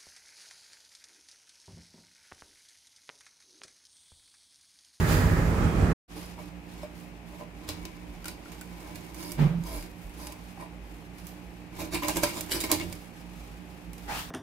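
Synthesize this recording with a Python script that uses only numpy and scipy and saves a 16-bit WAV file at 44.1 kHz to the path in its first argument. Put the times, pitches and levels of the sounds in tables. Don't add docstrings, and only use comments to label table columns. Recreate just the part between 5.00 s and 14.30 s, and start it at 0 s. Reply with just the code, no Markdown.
import sys
import numpy as np
from scipy import signal
from scipy.fft import rfft, irfft
from scipy.io import wavfile

SR = 44100
rng = np.random.default_rng(int(sys.argv[2]) if len(sys.argv) > 2 else 0)


def generate_wav(signal):
    frames = np.transpose(np.atleast_2d(signal))
    scaled = np.clip(frames, -1, 1) * 32767
    pcm = np.round(scaled).astype(np.int16)
    wavfile.write(sys.argv[1], SR, pcm)


N = 410130
TIME = np.arange(N) / SR


def amp(db):
    return 10 ** (np.asarray(db) / 20)


def unit(x):
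    return x / np.sqrt(np.mean(x ** 2) + 1e-20)


def unit_energy(response):
    return unit(response) / np.sqrt(response.shape[1])


def lookup(points, hz):
    f, value = np.transpose(points)
    return np.interp(np.log(hz + 1), np.log(f + 1), value)


def add(mix, start_s, sound):
    part = mix[:, round(start_s * SR):][:, :sound.shape[1]]
    part += sound[:, :part.shape[1]]


def pan(db):
    gains = amp(np.array([db, -db]).reshape(2, -1) / 2)
    return gains / np.sqrt(np.mean(gains ** 2, axis=0))


def drift(hz):
    t = TIME[::64]
    lowpass = np.exp(-(np.fft.rfftfreq(len(t), t[1]) / hz) ** 2)
    slow = irfft(rfft(rng.standard_normal(len(t))) * lowpass, len(t))
    return np.interp(TIME, t, unit(slow))


def envelope(start_s, attack_s, hold_s, fade_db_per_s):
    t = TIME - start_s
    attack = np.sin(np.pi / 2 * np.clip(t / attack_s, 0, 1)) ** 2
    return attack * amp(-fade_db_per_s * np.maximum(t - attack_s - hold_s, 0))


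def arch(middle_s, length_s):
    return np.maximum(1 - (2 * (TIME - middle_s) / length_s) ** 2, 0)


def convolve(x, response):
    return signal.oaconvolve(np.atleast_2d(x), response, axes=1)[:, :x.shape[-1]]


# f/Hz, correlation
COHERENCE = [(60, 0.98), (150, 0.92), (300, 0.87), (600, 0.56), (1200, 0.048), (2500, 0.065), (6000, 0.052),
             (16000, 0.13)]

def colour(x, spectrum, balance, peaks=()):
    size = x.shape[1]
    hz = np.fft.rfftfreq(size, 1 / SR)
    common, separate = rfft(x)
    coherence = lookup(COHERENCE, hz)
    left = coherence * common + np.sqrt(1 - coherence ** 2) * separate
    peaks_db = sum(db / (1 + (2 * (hz - f) / width_hz) ** 2) for f, width_hz, db in peaks)
    gain = amp(lookup(spectrum, hz) + peaks_db) * pan(lookup(balance, hz))
    return irfft(np.array([left, common]) * gain, size)


def noise(spectrum, balance, peaks=()):
    return unit(colour(rng.standard_normal((2, N)), spectrum, balance, peaks))


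# f/Hz, level/dB (table levels are relative throughout)
RUMBLE_SPECTRUM = [(20, -36.5), (40, -1), (60, -2), (100, -5), (170, -7), (250, -9), (400, -14),
                   (650, -19.5), (1100, -21.5), (1850, -26.5), (2600, -33.5), (3300, -40.5), (8000, -44),
                   (16000, -58)]
# f/Hz, width/Hz, boost/dB
RUMBLE_PEAKS = [(56.6, 8.8, 8.2), (95.4, 14, 11.7), (126, 4.6, 2.6), (162.3, 20, 9), (450, 25, 1.8),
                (1300, 120, 2), (2465, 45, 6.7)]

def rumble():
    balance = [(60, -3.5), (400, -4.5), (8000, -4)]
    low = amp(-22) * noise(RUMBLE_SPECTRUM, balance, RUMBLE_PEAKS) * amp(drift(hz=9.8))
    hiss = noise([(1000, -1.5), (3500, -10), (5000, -13), (8000, -15.5), (16000, -14.5)], balance,
                 peaks=[(4860, 300, 5.3), (6980, 600, 5.8)])
    whine = noise([(900, -31), (1300, -18), (1850, -11), (2300, -22.5), (3000, -44)], balance,
                  peaks=[(1860, 38, 4.9), (1680, 95, 6.2), (1240, 85, 13)])
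    thin = noise([(2400, -45), (3050, 1), (3300, 7), (3900, -45)], balance)
    spurt = amp(-32.5) * envelope(0.05, attack_s=0.076, hold_s=0.005, fade_db_per_s=129)
    hiss *= spurt + amp(-37.5 - 17.3 * TIME)
    opening = amp(-37.5) * envelope(0, attack_s=0.005, hold_s=0.36, fade_db_per_s=77)
    comeback = amp(-40.5) * arch(middle_s=0.9, length_s=0.16)
    whine *= (opening + comeback) * amp(1.6 * drift(hz=25))
    thin *= amp(-53.5) * arch(middle_s=0.68, length_s=0.37)
    return low + hiss + whine + thin


# f/Hz, level/dB
HUM_LINES = [(59.2, -53), (91.5, -59.5), (118.4, -58.5), (177.6, -50), (236.9, -59), (296.1, -54.5),
             (716.0, -70.5), (823.6, -66)]
# f/Hz, level/dB
AIR_SPECTRUM = [(20, -22), (38, -28), (52, 14.5), (75, -17), (110, -30), (165, 4.5), (230, -12),
                (320, -5.5), (480, -11.5), (850, -13), (1400, -20.5), (2500, -16.5), (3500, -28.5),
                (16000, -45.5)]
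# f/Hz, L-R/dB
AIR_BALANCE = [(60, -4), (110, -3.5), (200, -13.5), (380, -2), (700, -6), (1290, 0), (2380, 5.5), (4400, 4),
               (8120, -5), (15000, -12)]

def fan():
    hum = 0
    for hz, db in HUM_LINES:
        phase = 2 * np.pi * hz * TIME + 1.01 * drift(hz=3.4)
        line = unit(np.sin(phase)) * amp(db + 2 * drift(hz=11))
        hum += pan(lookup(AIR_BALANCE, hz)) * line
    return amp(-1.5) * hum + amp(-47) * noise(AIR_SPECTRUM, AIR_BALANCE)


# f/Hz, T60/s
ROOM_DECAY = [(150, 1), (1000, 0.37), (4000, 0.32), (9000, 0.2), (16000, 0.2)]

def room(x):
    hz, t, bins = signal.stft(rng.standard_normal((2, SR // 2)), SR, nperseg=256)
    decay = amp(-60 * t / lookup(ROOM_DECAY, hz)[:, None])
    tail = signal.istft(bins * decay, SR, nperseg=256)[1]
    onset = 1 - np.exp(-TIME[:tail.shape[1]] / 0.0014)
    return convolve(x, unit_energy(tail * onset))


# f/Hz, level/dB, T60/s
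BASIN_MODES = [(89.4, -1.5, 0.46), (125.4, -10, 0.39), (174, -3, 0.37), (246, -8, 0.4), (306.6, 1, 0.31),
               (322.8, 1, 0.22), (338.4, -2.5, 0.23), (379, -9.5, 0.25), (466.6, -5, 0.14),
               (594.5, -5, 0.2), (647, -3, 0.12), (757, -7.5, 0.089), (837, -3, 0.094), (940, -2.5, 0.08),
               (1009.6, -1.5, 0.14), (1150, -14, 0.15), (1590, -8, 0.11), (1883, -9.5, 0.11),
               (2185, 2, 0.045), (2280, -4, 0.13), (2377, -7.5, 0.089), (2520, -9, 0.059),
               (2730, -6.5, 0.1), (2810, -8.5, 0.12), (3860, -13, 0.25)]
# f/Hz, L-R/dB
BASIN_BALANCE = [(60, -7), (110, -4), (200, -14.5), (380, -1.5), (700, -5.5), (1290, -0.5), (2380, 4),
                 (4400, 3), (8120, -7), (15000, -8.5)]
HOLLOW_LOW_HZ, HOLLOW_HIGH_HZ = 280, 360

def basin_ring(favoured_hz=1000, falloff_db_per_oct=0, hollow_db=0):
    t, ring = TIME[:SR // 4], 0
    for k, (hz, db, t60_s) in enumerate(BASIN_MODES):
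        ear_phase = (-1) ** k * np.arccos(lookup(COHERENCE, hz)) * np.array([[-0.5], [0.5]])
        db -= falloff_db_per_oct * abs(np.log2(hz / favoured_hz))
        db += hollow_db * (HOLLOW_LOW_HZ < hz < HOLLOW_HIGH_HZ)
        gain = pan(lookup(BASIN_BALANCE, hz)) * amp(db + rng.uniform(-4.24, 4))
        detune = 1 + 0.009 * rng.uniform(-0.67, 1)
        ring += gain * np.sin(2 * np.pi * hz * detune * t + ear_phase) * amp(-60 * t / t60_s)
    return unit_energy(ring * (1 - np.exp(-t / 0.00035)))


# middle t/s, length/s, level/dB, push on basin/dB, sizzle/dB
SLIDE_STROKES = [(1.2, 0.36, -45, -10, -4), (1.437, 0.2, -50.5, 4, -2), (1.774, 0.26, -49.5, 5, -2),
                 (2.01, 0.22, -55, -1, 2), (2.357, 0.23, -54, 1, 1.5), (2.73, 0.44, -51, 12, -3),
                 (3.156, 0.9, -55, 11.5, -1), (3.52, 0.24, -50, 3, -3), (3.937, 0.94, -50, 10.5, 0.5),
                 (4.268, 0.3, -46, 12.5, 1), (4.764, 0.41, -50.5, 8, 3), (5.06, 0.28, -56, -10, 5),
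                 (5.227, 0.27, -50, 5, 0), (5.47, 0.39, -53.5, -11, 0), (5.96, 0.34, -57, -7, 3),
                 (6.267, 0.35, -54.5, -7, 2), (6.52, 0.34, -60, -10, 2), (6.814, 0.2, -44.5, 12, 0),
                 (7.22, 0.67, -42, 4.5, 0), (7.732, 0.87, -46.5, 3.5, 2), (8.19, 0.17, -52.5, -1, -1.5),
                 (8.44, 0.48, -52.5, -7, 0), (8.76, 0.32, -55.5, -4, 1), (9.042, 0.27, -53, -8, 2)]
SPEED_EXPONENT, RESTING_DB, SIZZLE_HZ = 0.97, -61, 8000

def sliding():
    friction, push, sizzle = amp(RESTING_DB) ** 2, 0, amp(RESTING_DB) ** 2
    for middle_s, length_s, db, push_db, sizzle_db in SLIDE_STROKES:
        power = amp(db) ** 2 * arch(middle_s, length_s) ** (2 * SPEED_EXPONENT)
        friction += power
        push += power * amp(push_db) ** 2
        sizzle += power * amp(sizzle_db) ** 2
    return np.sqrt(friction), np.sqrt(push), np.sqrt(sizzle)


def rubbing(friction, push, sizzle):
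    ring = basin_ring(favoured_hz=720, falloff_db_per_oct=2.7)
    grain = rng.standard_normal((2, N)) * amp(1.54 * drift(hz=60) + 0.44 * drift(hz=250))
    spectrum = [(200, 6.5), (1200, 5), (2300, 0.5), (3400, 1.5), (5000, -2), (7500, -3.5),
                (11000, -6.5), (16000, -9.5)]
    balance = [(2000, 0), (4500, 2.5), (8000, -4.5), (15000, -15)]
    peaks = [(5050, 240, 3.4), (6230, 140, 1.4), (10300, 970, 2.5), (12400, 1600, 4.9)]
    hiss = unit(colour(grain, spectrum, balance, peaks))
    top = signal.sosfiltfilt(signal.butter(2, SIZZLE_HZ, "high", fs=SR, output="sos"), hiss)
    direct = amp(-3) * ((hiss - top) * friction + top * sizzle)
    direct += amp(-11) * convolve(grain[1] * push, ring)
    return direct + amp(-9.5) * room(direct)


# f/Hz, level/dB
SNAP_SPECTRUM = [(60, -2), (200, -0.5), (500, 2), (1000, 1.5), (2300, -4), (3200, 2.5), (5000, 2),
                 (7000, 2), (11000, 0.5), (14000, -3), (16000, -3.5)]
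# f/Hz, width/Hz, boost/dB
SNAP_PEAKS = [(2295, 500, 11.5), (2770, 120, 3), (3240, 530, -1), (3870, 120, 2.5), (4290, 180, 2.5),
              (4820, 180, 6.5), (6180, 120, 1), (7730, 220, 2), (11100, 250, 2), (12000, 220, 5),
              (12900, 200, 2)]

def snap(bowl_s, crack_db, treble_db_per_oct=0):
    size, delay_s = 2048, 0.0009
    t, hz = TIME[:size], np.fft.rfftfreq(size, 1 / SR)
    crack = irfft(np.exp(-2j * np.pi * delay_s * hz * (1 - hz / SR)), size)
    scatter = unit_energy(rng.standard_normal((2, size)) * np.exp(-t / bowl_s))
    sound = np.roll(amp(crack_db) * crack + scatter, 32, axis=1)
    spectrum = [(f, db + treble_db_per_oct * np.log2(max(f / 3000, 1))) for f, db in SNAP_SPECTRUM]
    return unit_energy(colour(sound, spectrum, BASIN_BALANCE, SNAP_PEAKS))


def crackle(sizzle, max_catches_per_s=450):
    pressure = sizzle / amp(-41.5)
    catches = rng.random(N) < np.minimum(pressure, 1) ** 3 * max_catches_per_s / SR
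    sizes = amp(-24.5 + 2.1 * rng.uniform(-0.89, 1, N))
    return convolve(catches * pressure * sizes, pan(-9) * snap(bowl_s=0.003, crack_db=-5))


# middle t/s, length/s, level/dB
GRIT_SPANS = [(1.22, .2, -56), (4.258, 0.22, -48), (4.745, 0.22, -48.5), (5.24, 0.17, -50.5),
              (6.25, .22, -62.5)]
# f/Hz, level/dB
GRIT_NOTES = [(4980, 0.5), (6200, -9), (8000, -8), (10650, 1), (11300, -5), (12600, -3), (14200, -9)]
TRAINS_PER_NOTE, TRAIN_TICKS_PER_S, TICK_T60_S = 3, 130, 0.0054

def grit():
    t, ticks = TIME[:SR // 25], np.zeros((2, N))
    for hz, db in GRIT_NOTES * TRAINS_PER_NOTE:
        onsets = rng.integers(0, N, round(TRAIN_TICKS_PER_S * N / SR))
        train = np.zeros(N)
        train[onsets] = amp(2 * np.minimum(rng.exponential(1, len(onsets)), 3))
        detune = 1 + 0.022 * rng.uniform(-0.92, 1)
        phase = 2 * np.pi * (hz * detune * t + rng.random((2, 1)))
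        tick = np.sin(phase) * amp(db - 60 * t / TICK_T60_S)
        ticks += convolve(train, pan(lookup(BASIN_BALANCE, hz)) * tick)
    direct = unit(ticks) * sum(amp(db) * arch(t_s, length_s) for t_s, length_s, db in GRIT_SPANS)
    return direct + amp(-8.5) * room(direct)


def slips(per_s, spread_db):
    sizes = amp(spread_db * np.minimum(rng.exponential(1, N), 4))
    sizes *= rng.random(N) < per_s / SR
    power = signal.lfilter([1], [1, -np.exp(-1 / (0.00028 * SR))], sizes ** 2)
    return unit(np.sqrt(power / power.mean() + 1) * rng.standard_normal((2, N)))


# peak t/s, rise/s, fall/s, hiss level/dB, basin level/dB, favoured f/Hz, hollow note/dB
SCRAPE_STROKES = [(1.168, 0.0088, 0.016, -49.5, -40.5, 850, 6), (1.389, .006, 0.021, -57.5, -42, 850, -2),
                  (1.837, 0.015, 0.017, -59, -53, 640, -6), (2.34, 0.027, 0.021, -68, -51, 600, -22),
                  (2.415, 0.036, 0.014, -65, -44, 600, -14), (2.696, 0.016, 0.014, -39, -38, 392, -2),
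                  (3.857, 0.04, 0.053, -75, -47.5, 804, -9), (4.672, 0.028, 0.037, -48.5, -41.5, 790, -5),
                  (4.75, 0.037, 0.048, -47, -42, 676, -5), (5.23, 0.057, 0.12, -54, -46.5, 920, -9),
                  (5.605, 0.021, 0.05, -56, -41, 820, -8), (6.802, 0.015, 0.035, -40.5, -35, 830, 2),
                  (6.943, 0.022, 0.022, -33.5, -28.5, 600, -1), (6.952, 0.0077, 0.019, -38, -37, 2100, 3),
                  (7.035, 0.014, 0.027, -37.5, -29.5, 1110, -4.5),
                  (7.084, 0.012, 0.025, -33.5, -28.5, 1070, 0.5), (7.168, 0.015, 0.024, -34, -28, 760, 5),
                  (7.236, 0.0084, 0.011, -24.5, -26, 720, -6), (7.286, 0.03, .031, -44, -40.5, 2000, 0),
                  (7.375, 0.033, 0.024, -40.5, -36, 750, 3), (7.52, 0.015, 0.022, -29.5, -35.5, 328, 6),
                  (7.551, 0.017, 0.027, -33.5, -30.5, 450, 1), (7.61, 0.0098, 0.01, -31, -47, 1500, 14),
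                  (7.643, 0.011, 0.013, -33.5, -31, 795, 6), (7.706, 0.014, 0.014, -39, -27, 1020, 6),
                  (7.735, 0.0085, 0.021, -32.5, -32, 596, -1), (7.806, 0.018, 0.02, -49, -39, 2240, -3),
                  (7.826, 0.038, 0.053, -61, -37.5, 150, 4)]

def scraping():
    grain = slips(per_s=900, spread_db=4.5)
    hiss, basin = np.zeros((2, N)), np.zeros((2, N))
    for peak_s, rise_s, fall_s, hiss_db, basin_db, hz, hollow_db in SCRAPE_STROKES:
        span = slice(round(peak_s * SR) - SR // 4, round(peak_s * SR) + SR // 2)
        t = TIME[span] - peak_s
        width_s = np.where(t < 0, rise_s, fall_s)
        stroke = np.exp(-np.minimum((t / width_s) ** 2, 20)) * grain[:, span]
        hiss[:, span] += amp(hiss_db) * convolve(stroke[0], snap(bowl_s=0.0027, crack_db=-4))
        ring = basin_ring(favoured_hz=hz, falloff_db_per_oct=6.2, hollow_db=hollow_db)
        basin[:, span] += amp(basin_db) * convolve(stroke[1], ring)
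    return amp(0.5) * hiss + amp(-2.5) * room(hiss) + basin


# t/s, level/dB, f/Hz
DRAIN_KNOCKS = [(1.159, -38, 440), (1.166, -41, 800), (1.38, -41, 955), (1.388, -39, 605),
                (1.833, -28.5, 606.5), (1.85, -38, 617), (2.335, -45, 596), (2.691, -40, 602),
                (2.698, -52, 326), (3.244, -39, 1550), (3.256, -32.5, 1400), (3.282, -38, 1460),
                (3.458, -39.5, 1390), (3.614, -37.5, 1500), (5.576, -38, 795), (6.791, -36, 885),
                (7.023, -30.5, 1010), (7.086, -22.5, 1013), (7.166, -29, 562), (7.234, -16, 588),
                (7.237, -21.5, 1605), (7.717, -28, 1025), (7.72, -27.5, 592), (7.7233, -22, 303)]

def knocking():
    direct, t = np.zeros((2, N)), TIME[:SR // 10]
    for start_s, db, hz in DRAIN_KNOCKS:
        note = np.sin(2 * np.pi * hz * t) * np.exp(-t * hz / 9.6)
        add(direct, start_s, amp(db - 4) * pan(lookup(BASIN_BALANCE, hz)) * note)
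        add(direct, start_s, amp(db + 14.5) * basin_ring(favoured_hz=hz, falloff_db_per_oct=5.9))
    return direct + amp(-19) * room(direct)


# t/s, level/dB, f/Hz, T60/s
RIM_PINGS = [(1.824, -52, 5320, .1), (2.69, -43, 4670, 0.066), (3.283, -44, 3900, .1),
             (7.718, -29, 2290, 0.07), (7.927, -43, 2280, 0.089)]

def pinging():
    direct, t = np.zeros((2, N)), TIME[:SR // 5]
    for start_s, db, hz, t60_s in RIM_PINGS:
        phase = 2 * np.pi * hz * t + 0.69 * drift(hz=120)[:len(t)]
        note = np.sin(phase) * amp(db - 60 * t / t60_s)
        add(direct, start_s, pan(lookup(BASIN_BALANCE, hz)) * note)
    return direct + amp(-20) * room(direct)


# t/s, level/dB, basin ring/dB, L-R/dB, room send/dB, treble tilt/(dB/oct)
CLICK_HITS = [(1.831, -47, 14.5, -3, -6, 0), (2.689, -26.5, 1, 0, -3, 0), (2.852, -31, -2, 2, -8, -0.5),
              (3.243, -35.5, -18, 1, -12, 0), (3.2555, -30.5, -22, 0, 0, 1.5),
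              (3.281, -28.5, -4, -1, -2.5, 0), (3.518, -41.5, 7, -6, 2, 0),
              (3.611, -34.5, -15, -4, -5, 2.5), (3.956, -35, 0, -7, -2, -1),
              (4.1444, -39.5, -14, -15, 0, 2), (4.194, -46, -3, -5.5, -8, 1), (4.227, -39, 6, -8, -15, -2),
              (4.318, -27.5, -7, -4, -7, 4), (4.637, -40, -8, -7, -12, 0), (4.6678, -40, -8, -3, -6, 1),
              (4.825, -38.5, -8, 6, -7, 0), (4.838, -42, -3, 1, -3, -1), (5.269, -32.5, -8, -4, -14, 0.5),
              (5.322, -37.5, -1, -4, -9, 1), (6.183, -44.5, -16, -4, 3, -1), (6.268, -35, -26, -3, -1, 5),
              (6.9335, -33, -17, -6, -5, -1), (6.9445, -25, -7, -6, -5, 0), (7.083, -19, -24, -8, -6, 1.5),
              (7.1683, -20.5, 4, -13, -11, 2), (7.234, -17.5, -25, -9, -3, 1),
              (7.4077, -23, -27, -4, -8, 4.5), (7.494, -38, 9, -5.5, -7, -3),
              (7.512, -27.5, -15, -11, -6, 1), (7.603, -26, -17, -8, 0, 1.5), (7.637, -30, -10, -6, -9, -5),
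              (7.715, -9.5, -7.5, -2, -7, 3.5), (7.724, -18, -19, -2, -5, 0), (7.798, -31, 1, 0, -1, -5),
              (7.8125, -32.5, 7.5, 10, -4, -6), (7.926, -32, -20, -4, -9, 1),
              (8.932, -39.5, -33, -3, -2, 2), (8.98, -42.5, -12, -2.5, -7, 0)]

def clicking():
    direct, to_room = np.zeros((2, N)), np.zeros((2, N))
    for start_s, db, basin_db, pan_db, room_db, tilt in CLICK_HITS:
        crack = amp(db + 17.5) * pan(pan_db) * snap(bowl_s=0.0045, crack_db=-7.5, treble_db_per_oct=tilt)
        add(direct, start_s, crack)
        add(direct, start_s, amp(db + basin_db + 16.5) * basin_ring())
        add(to_room, start_s, amp(room_db) * crack)
    return direct + room(to_room)


# middle t/s, length/s, level/dB
HAND_BUMPS = [(3.007, 0.78, -48.5), (4.42, 0.22, -42), (4.737, 0.44, -42.5), (5.078, 0.078, -38)]

def handling():
    jostle = sum(amp(db) * arch(t_s, length_s) for t_s, length_s, db in HAND_BUMPS)
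    spectrum = [(20, -41), (45, 23), (90, -16), (130, -21), (300, -19), (2000, -80)]
    return noise(spectrum, balance=[(60, -3)]) * jostle


# f/Hz, level/dB, hold/s, fade/(dB/s)
PIPE_NOTES = [(148.4, -23, 0.059, 227), (169.7, -31, 0.2, 300)]
# f/Hz, level/dB
RASP_SPECTRUM = [(30, -17), (105, 1), (175, 9), (300, -5.5), (550, -9), (950, -12.5), (1400, -17),
                 (2300, -19.5), (3500, -27), (8000, -39.5), (16000, -40)]

def boom(start_s=4.368, attack_s=0.035):
    tone = 0
    for hz, db, hold_s, fade_db_per_s in PIPE_NOTES:
        phase = 2 * np.pi * hz * (TIME - start_s) + 0.28 * drift(hz=50)
        tone += amp(db) * unit(np.sin(phase)) * envelope(start_s, attack_s, hold_s, fade_db_per_s)
    rasp = noise(RASP_SPECTRUM, BASIN_BALANCE)
    rasp *= envelope(start_s, attack_s=0.033, hold_s=0.027, fade_db_per_s=114)
    return pan(-5) * tone * amp(1.7 * drift(hz=60)) + amp(-25.5) * rasp


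# f/Hz, level/dB
SWISH_SPECTRUM = [(60, -2), (200, -4), (500, -10), (900, -3), (1500, -5), (2400, -9.5), (3400, -11.5),
                  (4800, -12), (7000, -16.5), (16000, -20)]
# start f/Hz, glide/(Hz/s), width/Hz, start boost/dB, fade/(dB/s)
SWISH_GLIDES = [(770, 700, 230, 13.5, 67), (1750, 8400, 700, 6.5, 4)]

def swish(start_s=9.06):
    hz, t, bins = signal.stft(noise(SWISH_SPECTRUM, AIR_BALANCE), SR, nperseg=512)
    age_s = np.maximum(t - start_s, 0)
    tilt_db_per_oct = np.minimum(21 * age_s - 1.6, 1.3)
    db = np.log2(np.maximum(hz, 300) / 1500)[:, None] * tilt_db_per_oct
    for start_hz, glide_hz_per_s, width_hz, boost_db, fade_db_per_s in SWISH_GLIDES:
        offset_hz = hz[:, None] - start_hz - glide_hz_per_s * age_s
        db += np.maximum(boost_db - fade_db_per_s * age_s, 0) / (1 + (2 * offset_hz / width_hz) ** 2)
    wipe = signal.istft(bins * amp(db), SR, nperseg=512)[1][:, :N]
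    return amp(-36.5) * wipe * envelope(start_s, attack_s=0.052, hold_s=0.079, fade_db_per_s=147)


RUMBLE_END_S, BATHROOM_START_S = 0.933, 1.079

def scene():
    friction, push, sizzle = sliding()
    strip = rubbing(friction, push, sizzle) + crackle(sizzle) + grit()
    strip += scraping() + clicking() + knocking() + pinging() + swish()
    bathroom = fan() + strip + boom() + handling()
    cut_off = np.clip((RUMBLE_END_S - TIME) / 0.012, 0, 1)
    fade_in = np.clip((TIME - BATHROOM_START_S) / 0.038, 0, 1)
    return rumble() * cut_off + bathroom * fade_in


def record(dry):
    lowpass = signal.firwin(255, 15750, window=("kaiser", 8), fs=SR)
    return signal.oaconvolve(dry, lowpass[None], "same", axes=1)


dry = scene()
out = record(dry)
generate_wav(out)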